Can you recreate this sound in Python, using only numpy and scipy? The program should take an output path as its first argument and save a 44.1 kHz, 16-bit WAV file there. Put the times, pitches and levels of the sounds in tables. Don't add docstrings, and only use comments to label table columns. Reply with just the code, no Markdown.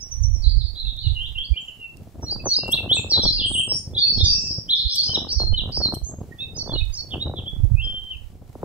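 import sys
import numpy as np
from scipy import signal
from scipy.fft import rfft, irfft
from scipy.io import wavfile
from scipy.ndimage import uniform_filter1d

SR = 44100
rng = np.random.default_rng(int(sys.argv[2]) if len(sys.argv) > 2 else 0)


def bounce(signal):
    frames = np.transpose(np.atleast_2d(signal))
    limited = np.clip(frames, -1, 1)
    pcm = np.round(limited * 32767).astype(np.int16)
    wavfile.write(sys.argv[1], SR, pcm)


N = 381024

# f/Hz, level/dB
RUSTLE_SPECTRUM = [(120, -29), (200, -18.5), (755, -11.5), (1400, -20), (8350, -24.5), (9310, -30.5),
                   (10800, -23.5), (14200, -28.5), (15500, -23)]
# t/s, level/dB, pan/dB
STEM_SNAPS = [(0.966, -38.5, 0), (1.3882, -37, 2), (1.9706, -37, -2), (2.681, -31.5, 0),
              (2.722, -17.5, 8.5), (2.91, -35, 11), (4.959, -22.5, 8.5), (5.948, -26, 5.5),
              (6.8535, -38.5, 0), (7.647, -39, -4)]
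# f/Hz, width/Hz, level/dB
STEM_MODES = [(3170, 290, -1.5), (5650, 650, -4), (8440, 1200, -2), (10180, 230, 0.5), (11640, 430, -4),
              (13740, 1300, -5.5)]
# t/s, hold/s, level/dB
RUMBLE_BURSTS = [(.22, 0.13, -25.5), (.48, 0.12, -28), (.87, 0.054, -35.5), (1.08, 0.043, -28),
                 (1.24, 0.13, -38.5), (2.4, 0.0066, -37), (3.25, 0.22, -39.5), (4.21, 0.032, -30.5),
                 (5.5, 0.0094, -23), (6.82, 0.013, -28.5), (7.62, 0.18, -28.5), (7.86, 0.1, -39.5),
                 (8.14, 0.097, -42.5)]
# f/Hz, level/dB
RUMBLE_SPECTRUM = [(15, -2.5), (43, 5), (90, -6), (120, -9), (190, -42.5), (400, -91)]
# t/s, level/dB, f/Hz
PORT_THUMPS = [(0.218, -6.5, 63.6), (0.248, -9.5, 93), (0.285, -9.5, 64.5), (0.34, -7, 62),
               (.475, -5, 55.7), (.56, -13, 60.6), (0.65, -10, 63.4), (.883, -16, 42.5), (1.074, -5, 91),
               (1.117, -14, 71), (1.521, -4.5, 59), (4.236, -4.5, 84.4), (4.865, -11, 61),
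               (5.376, -8.5, 62), (5.518, -9.5, 74), (5.795, -16.5, 58.6), (6.038, -15, 55),
               (6.767, -17, 39.5), (7.642, -2.5, 95.4), (7.719, -6, 105), (7.747, -3.5, 90),
               (7.795, -13, 59.3)]
# t/s, hold/s, level/dB, brightness/dB
PORT_GUSTS = [(1.948, 0.096, -45, -9.5), (2.231, 0.18, -36.5, -3.5), (2.653, 0.39, -35.5, 0),
              (3.191, 0.059, -29, -5), (3.346, 0.26, -38.5, -11.5), (3.714, 0.011, -35, -6),
              (3.913, 0.0026, -31.5, -15), (4.179, 0.017, -27, -20), (4.395, .2, -38.5, -18.5),
              (5.109, 0.17, -36.5, -1), (5.43, 0.027, -36, -1), (5.638, 0.066, -37, -3.5),
              (5.787, 0.14, -34, 0), (6.113, 0.18, -40.5, -4), (6.457, .12, -38.5, -13),
              (6.706, 0.0083, -35, 3.5), (7.127, 0.28, -32.5, -7), (7.475, 0.2, -43.5, -9),
              (7.852, 0.091, -49.5, 2), (8.35, .15, -47, -8), (8.604, .04, -38.5, 3.5)]
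# f/Hz, level/dB
DULL_GUST_SPECTRUM = [(30, -11), (90, 2.5), (300, -12), (800, -27), (1500, -80.5)]
# f/Hz, level/dB
BRIGHT_GUST_SPECTRUM = [(100, -5.5), (300, -4.5), (750, -8), (1400, -23), (1900, -35.5), (2600, -71)]
# t/s, level/dB
HARD_PUFFS = [(2.234, -26.5), (2.323, -31), (2.458, -16.5), (2.464, -18.5), (2.47, -16.5), (2.587, -24.5),
              (2.635, -24.5), (2.681, -23.5), (2.689, -18.5), (2.804, -26), (2.861, -23), (2.914, -23.5),
              (2.968, -25), (3.045, -22.5), (3.117, -25), (3.162, -27), (3.172, -25.5), (3.181, -21),
              (3.19, -19.5), (3.235, -22), (3.721, -24.5), (4.209, -28.5), (5.102, -30), (5.173, -20),
              (5.401, -20), (5.418, -23.5), (5.434, -25), (5.692, -29), (5.773, -22.5), (5.856, -30),
              (5.924, -21.5), (6.578, -28.5), (6.676, -26.5), (6.735, -26.5), (7.156, -23.5),
              (7.271, -25.5), (7.315, -29.5), (7.338, -22), (7.423, -31.5), (8.554, -27), (8.631, -17.5)]
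# t/s, length/s, f/Hz, level/dB
FLAT_PEEPS = [(0, 0.034, 5240, -47.5), (.85, 0.015, 2690, -50), (1.536, 0.021, 2400, -41),
              (1.606, 0.025, 7100, -48), (2.225, 0.035, 5720, -37.5), (2.398, 0.016, 2590, -42.5),
              (2.588, 0.19, 2750, -39), (3.134, 0.02, 2044, -49), (3.373, .026, 2760, -40.5),
              (4.058, 0.023, 2610, -38), (4.276, .18, 2640, -39.5), (5.537, 0.019, 3027, -27.5),
              (6.053, 0.068, 7410, -45), (6.315, 0.021, 1880, -50), (6.394, 0.087, 2632, -46),
              (6.553, 0.027, 5010, -41.5), (6.754, 0.022, 2940, -37), (6.803, 0.024, 2553, -41.5),
              (6.935, 0.015, 6500, -40.5), (7.842, 0.019, 5110, -48.5)]
# t/s, rise/s, fall/s, first f/Hz, turn f/Hz, last f/Hz, level/dB
WHISTLES = [ (0.014, 0.021, 0.05, 6300, 5800, 5520, -44.5), (.115, 0.0067, 0.044, 6180, 5920, 5690, -37),
            (0.226, 0.012, 0.028, 6400, 5870, 5700, -34.5), (0.328, 0.017, 0.037, 6010, 5810, 5400, -38),
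            (1.03, 0.017, 0.047, 3130, 2920, 2730, -43), (1.154, 0.028, 0.026, 2970, 2797, 2830, -28),
            (1.198, 0.011, 0.039, 2950, 3056, 3260, -28), (1.244, 0.013, 0.017, 3300, 3430, 4000, -34),
            (1.351, 0.0067, 0.018, 2820, 2800, 2690, -31), (1.373, 0.013, 0.051, 2740, 3150, 3420, -27),
            (1.445, 0.005, 0.011, 4200, 4440, 4900, -36.5), (1.563, 0.015, 0.014, 2744, 3190, 2670, -28.5),
            (1.679, 0.0083, 0.017, 2720, 3064, 2710, -34), (1.8, 0.053, 0.022, 2860, 2690, 2735, -37),
            (2.268, 0.018, 0.0065, 4180, 4320, 3880, -32.5), (2.296, 0.02, 0.031, 4040, 4823, 4774, -25),
            (2.455, 0.019, 0.039, 6580, 6100, 5390, -28), (2.494, 0.027, 0.027, 4450, 4400, 3850, -24.5),
            (2.53, 0.01, .008, 4180, 4910, 3820, -19), (2.549, 0.019, 0.014, 3830, 5070, 4870, -21),
            (2.725, 0.018, 0.004, 3180, 3820, 4260, -15.5), (2.774, 0.0053, 0.026, 2830, 2720, 2640, -26.5),
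            (2.939, 0.014, 0.033, 8160, 7690, 6660, -31), (2.899, 0.035, 0.0046, 3030, 3706, 4216, -16.5),
            (2.969, 0.01, 0.016, 2560, 2700, 2500, -24.5), (3.102, .012, 0.0095, 5410, 5640, 5200, -24.5),
            (3.112, 0.032, 0.051, 4750, 3907, 4130, -17), (3.228, 0.011, 0.014, 5320, 5620, 5240, -21),
            (3.243, .045, 0.016, 4720, 4014, 4140, -17), (3.39, 0.012, 0.024, 3860, 3500, 2754, -23),
            (3.425, 0.027, 0.017, 2840, 3272, 2840, -20), (3.462, 0.12, 0.087, 8500, 8390, 8230, -29.5),
            (3.532, .025, 0.013, 3730, 2805, 2920, -22), (3.574, 0.023, 0.018, 2990, 3224, 2664, -16.5),
            (3.711, 0.05, 0.0068, 8930, 8770, 8870, -39), (3.693, 0.028, 0.014, 5470, 5500, 4750, -19),
            (3.759, 0.0042, 0.0065, 5470, 6040, 6980, -31),
            (3.945, 0.0099, 0.0032, 3430, 3960, 3970, -27.5), (3.967, 0.024, 0.0029, 3350, 3720, 4000, -16),
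            (3.987, 0.054, 0.014, 4690, 4266, 4380, -14), (4.038, 0.032, 0.13, 4210, 4596, 4190, -18.5),
            (4.183, 0.014, 0.0046, 3320, 4030, 4160, -23), (4.199, 0.017, 0.012, 3300, 3684, 3690, -16.5),
            (4.243, 0.016, .012, 6430, 5720, 5200, -18.5), (4.244, 0.025, 0.036, 4880, 4727, 4570, -13),
            (4.692, 0.018, .018, 3130, 4120, 3600, -17), (4.722, 0.013, 0.015, 3250, 3560, 3800, -16),
            (4.966, .03, 0.046, 4820, 4390, 4200, -18.5), (5.03, 0.007, 0.082, 4960, 4930, 5140, -23.5),
            (5.084, 0.036, 0.014, 3014, 3132, 2920, -30), (5.147, 0.011, 0.0063, 4010, 3756, 2970, -16),
            (5.378, 0.022, 0.083, 4640, 4240, 4194, -24.5), (5.575, 0.0076, 0.023, 3720, 3970, 2874, -20),
            (5.817, 0.038, 0.021, 4460, 4224, 3990, -22), (6.041, 0.028, 0.044, 6240, 6500, 6620, -40),
            (6.392, 0.037, 0.028, 3460, 3792, 3640, -34), (6.569, 0.027, .015, 6470, 5430, 5580, -34.5),
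            (6.59, 0.033, 0.0061, 4545, 4490, 4500, -31.5), (6.69, 0.03, 0.01, 3540, 3460, 3220, -39),
            (6.733, 0.0081, .018, 4150, 4340, 3770, -30), (6.775, 0.012, 0.015, 3800, 3800, 3550, -29),
            (6.93, 0.024, .005, 4830, 5040, 4850, -40), (6.959, 0.013, 0.027, 5990, 5500, 5320, -36.5),
            (6.979, 0.032, 0.011, 4440, 4490, 4400, -33.5), (7.205, 0.022, 0.012, 3590, 3806, 3920, -29),
            (7.462, 0.024, 0.017, 3110, 3420, 3384, -35), (7.769, 0.039, 0.017, 2490, 2717, 3160, -35.5),
            (7.82, 0.026, 0.3, 3200, 3178, 3104, -35.5), (8.1, 0.011, 0.04, 3070, 3115, 2605, -38), ]
# t/s, rise/s, fall/s, first f/Hz, turn f/Hz, last f/Hz, level/dB, pitch swing/Hz
BUZZY_TRILLS = [(.42, 0.04, 0.026, 4690, 4115, 3570, -31.5, 255),
                (.46, 0.04, 0.06, 4010, 4600, 4470, -33, 234),
                (.58, 0.036, 0.017, 5010, 3840, 3720, -32.5, 258),
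                (.63, 0.056, 0.0093, 4690, 4450, 4600, -36, 243),
                (.75, 0.05, 0.058, 3540, 4110, 3540, -31.5, 250),
                (.86, 0.014, 0.05, 4240, 3640, 3860, -29.5, 238),
                (.97, 0.014, 0.043, 3650, 3820, 4330, -31.5, 251),
                (1.03, 0.045, 0.011, 4380, 3703, 3600, -28, 254),
                (3.12, 0.11, 0.089, 3495, 3587, 3430, -32, 231),
                (3.3, 0.036, 0.11, 4870, 4570, 4400, -25, 433),
                (4.29, 0.021, 0.097, 5200, 5210, 5550, -19, 455),
                (4.4, 0.089, 0.11, 5540, 5196, 5260, -26, 419),
                (4.76, 0.038, 0.26, 3750, 3880, 3700, -26, 439),
                (4.11, 0.035, 0.11, 5580, 5290, 5300, -30, 150),
                (5.125, 0.024, 0.02, 5680, 5330, 5540, -25.5, 250),
                (7.105, 0.036, 0.013, 3410, 3055, 2600, -35, 246),
                (7.36, 0.026, 0.023, 3730, 3480, 2780, -38, 250),
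                (4.39, 0.026, 0.024, 7120, 7130, 6840, -39.5, 244),
                (4.75, 0.021, 0.032, 5260, 5090, 5230, -36.5, 252),
                (4.88, 0.052, 0.036, 4490, 5360, 5730, -27, 440),
                (5.03, 0.026, 0.03, 5880, 5560, 5600, -31.5, 458),
                (5.285, 0.044, 0.024, 4570, 5440, 5240, -25.5, 476),
                (5.72, 0.057, 0.034, 4840, 5110, 5340, -28, 423)]
# t/s, pan/dB
SONG_PAN = [(0, -7.5), (1.5, -3.5), (3, -0.5), (5.5, -1.5), (6.6, -5.5), (7.4, -4), (7.9, 0), (8.64, 1)]
# t/s, level/dB
DIRECT_SONG = [(0, 9), (.4, -1), (1.2, 0), (2.7, 5.5), (4.3, -3.5), (5.1, 2), (6.5, 6), (8.64, 6)]


def gain_of(db):
    return 10 ** (np.asarray(db) / 20)


def unit_rms(x):
    return x / np.sqrt(np.mean(x ** 2) + 1e-20)


def curve(rows):
    return np.interp(np.arange(N) / SR, *np.transpose(rows))


def band(x, low_hz, high_hz):
    return signal.sosfilt(signal.butter(3, [low_hz, high_hz], "band", fs=SR, output="sos"), x)


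def coloured(spectrum, drive=1):
    hz, db = np.transpose(spectrum)
    shape = gain_of(np.interp(np.log(np.fft.rfftfreq(N, 1 / SR) + 1), np.log(hz), db))
    return irfft(rfft(rng.standard_normal(N) * drive) * unit_rms(shape), N)


def wander(top_hz, count=N):
    lowpass = signal.butter(2, top_hz, fs=SR, output="sos")
    return unit_rms(signal.sosfilt(lowpass, rng.standard_normal(count)))


def sides(pan_db):
    return gain_of(np.reshape([pan_db / 2, -pan_db / 2], (2, -1)))


def add(mix, start, sound):
    part = mix[:, round(start * SR):][:, :sound.shape[1]]
    part += sound[:, :part.shape[1]]


def impulses(per_s, spread_db):
    return (rng.random(N) < per_s / SR) * gain_of(spread_db * rng.exponential(1, N).clip(0, 2))


def wind_envelope(bursts, rise_db_per_s, fall_db_per_s, calm_db):
    t, level_db = np.arange(N) / SR, calm_db
    for start, hold, db, *_ in bursts:
        before, after = np.maximum(start - t, 0), np.maximum(t - start - hold, 0)
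        level_db = np.maximum(level_db, db - rise_db_per_s * before - fall_db_per_s * after)
    return gain_of(level_db)


def far_rustle():
    swell = gain_of(-61.7 + 1.3 * wander(3) + .6 * wander(60))
    breaks = impulses(per_s=9, spread_db=4)
    ticks = 1 + .8 * signal.oaconvolve(breaks, np.exp(-np.arange(400) / (.002 * SR)))[:N]
    shared, left, right = (coloured(RUSTLE_SPECTRUM) for _ in range(3))
    return (.77 * shared + np.array([left, right])) * swell * ticks


def hedge_echoes(sound, near_s=.0052, far_s=.17, drift_hz=6):
    t, out = np.arange(SR // 2) / SR, np.zeros((2, N))
    leaves = .16 * np.exp(-t / near_s)
    hedges = (1 - np.exp(-t / .0096)) * np.exp(-t / .052 - (t / far_s) ** 2 / 2)
    for k in range(3):
        taps = rng.standard_normal((2, len(t))) * (leaves + hedges) * (t > .002)
        share = np.sqrt(2 / 3) * np.cos(2 * np.pi * (drift_hz * np.arange(N) / SR + k / 3))
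        out += signal.oaconvolve(sound * share, taps / np.linalg.norm(taps[0]), axes=1)[:, :N]
    return out


def stem_snaps():
    out, t = np.zeros((2, N)), np.arange(3200) / SR - .03
    swell = np.exp(-(t / .006) ** 2) + np.where(t < 0, .25 * np.exp(t / .015), .15 * np.exp(-t / .009))
    breaking = np.exp(-abs(t) / .0012) * (t > 0)
    for start, db, pan_db in STEM_SNAPS:
        crack, tuning = rng.standard_normal((2, len(t))), rng.uniform(.88, 1.02)
        ring = sum(gain_of(mode_db) * band(crack * swell, *(tuning * hz + np.r_[-width, width] / 2))
                   for hz, width, mode_db in STEM_MODES)
        tick = band(crack * breaking, 3500, 15000)
        ring_share = np.clip((db + 40) / 15, 0, 1)
        snap = ring_share * unit_rms(ring) + (1 - ring_share) * unit_rms(tick)
        add(out, start + t[0], sides(pan_db) * gain_of(db) * snap / abs(snap).max())
    return out


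def port_rumble(thump_cycles=.79):
    lumps = gain_of(3.5 * np.tanh(wander(12)))
    ports = np.array([gain_of(db) * coloured(RUMBLE_SPECTRUM) for db in (-16.5, 10.5)])
    ports *= lumps * wind_envelope(RUMBLE_BURSTS, rise_db_per_s=160, fall_db_per_s=108, calm_db=-60.5)
    t = np.arange(-.06, .06, 1 / SR)
    for centre, db, hz in PORT_THUMPS:
        push = np.cos(2 * np.pi * hz * t) * np.exp(-(hz * t / thump_cycles) ** 2)
        add(ports[1:], centre + t[0], gain_of(db) * push[None])
    return ports


def port_buffeting():
    kicks = np.zeros(N)
    for start, db in HARD_PUFFS:
        kicks[round(start * SR)] = gain_of(db)
    puffs = signal.oaconvolve(kicks, signal.windows.tukey(round(.0087 * SR), .6))[:N]
    eddies = impulses(per_s=40, spread_db=2.66)
    lumps = .3 + .8 * signal.oaconvolve(eddies, np.hanning(round(.011 * SR)))[:N]
    wind = wind_envelope(PORT_GUSTS, rise_db_per_s=163, fall_db_per_s=121, calm_db=-57.5)
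    gust = abs(lumps) * wind * gain_of(38.5) + abs(puffs) * gain_of(14)
    brightness = gain_of(curve([(start, bright_db) for start, _, _, bright_db in PORT_GUSTS]))
    dull = gain_of(-34) * gust ** .8
    bright = gain_of(-40) * brightness * gust ** 1.25
    out = np.zeros((2, N))
    for spectrum, drive, left_gain, right_gain in [(DULL_GUST_SPECTRUM, dull, .45, .4),
                                                   (BRIGHT_GUST_SPECTRUM, bright, .7, .3)]:
        shared, left, right = (coloured(spectrum, drive) for _ in range(3))
        out += shared + np.array([left_gain * left, right_gain * right])
    return out


def port_pops(first_hz=1314, last_hz=247, sag_s=.002282, decay_s=.0024):
    out, t = np.zeros((2, N)), np.arange(round(.02 * SR)) / SR
    sweep_hz = last_hz + (first_hz - last_hz) * np.exp(-t / sag_s)
    for start, db in HARD_PUFFS:
        detune, stretch, phase, pan = rng.uniform(-1.01, 1, 4)
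        hz = (1 + .2 * detune) * sweep_hz
        age = t / (decay_s * (1 + .3 * stretch))
        pop = age * np.exp(1 - age) * np.sin(2 * np.pi * np.cumsum(hz) / SR + np.pi * phase)
        add(out, start - .001, sides(1 + 2 * pan) * gain_of(db - 4) * pop)
    return np.array([np.roll(out[0], 7), out[1]])


def birdsong(trill_hz=87, wobble_hz=15, swell_db=11, fade_db=12.5, onset_s=.012, onset_db=24):
    song = np.zeros((1, N))
    whistles = [(*row, 0) for row in WHISTLES]
    peeps = [(start, length / 2, length / 2, hz, hz, hz, db, 0) for start, length, hz, db in FLAT_PEEPS]
    for start, rise, fall, *hz, db, swing_hz in [*whistles, *peeps, *BUZZY_TRILLS]:
        _, turn, end = corners = start + np.cumsum([0, rise, fall])
        t = np.arange(max(start - onset_s, 0), end + .0065, 1 / SR)
        shake = np.sin(2 * np.pi * (trill_hz * t + .243 * wander(60, len(t))))
        glide = uniform_filter1d(np.interp(t, corners, hz), 160, mode="nearest")
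        pitch = glide + swing_hz * shake + wobble_hz * wander(120, len(t))
        drop_db = np.where(t < turn, swell_db, fade_db) * np.interp(t, corners, [1, 0, 1]) ** 1.16
        drop_db += onset_db * np.maximum(start - t, 0) / onset_s
        level = gain_of(db - drop_db + 2 * wander(70, len(t)))
        taper_s = .05 if swing_hz else .008
        edges = signal.windows.tukey(len(t), min(taper_s * SR / len(t), 1))
        add(song, t[0], np.sqrt(2) * level * edges * np.sin(2 * np.pi * np.cumsum(pitch) / SR)[None])
    left = np.roll(song[0], 3)
    return np.array([left, song[0]]) * sides(curve(SONG_PAN))


def scene():
    song, stems = birdsong(), stem_snaps()
    echoes = hedge_echoes(gain_of(-.5) * song + gain_of(-10.5) * stems)
    wind = port_rumble() + port_buffeting() + port_pops()
    return gain_of(curve(DIRECT_SONG)) * song + stems + echoes + wind + far_rustle()


def record(dry):
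    lowpass = signal.firwin(511, 15700, window=("kaiser", 9), fs=SR)
    return signal.oaconvolve(dry, lowpass[None], "same")


dry = scene()
out = record(dry)
bounce(out)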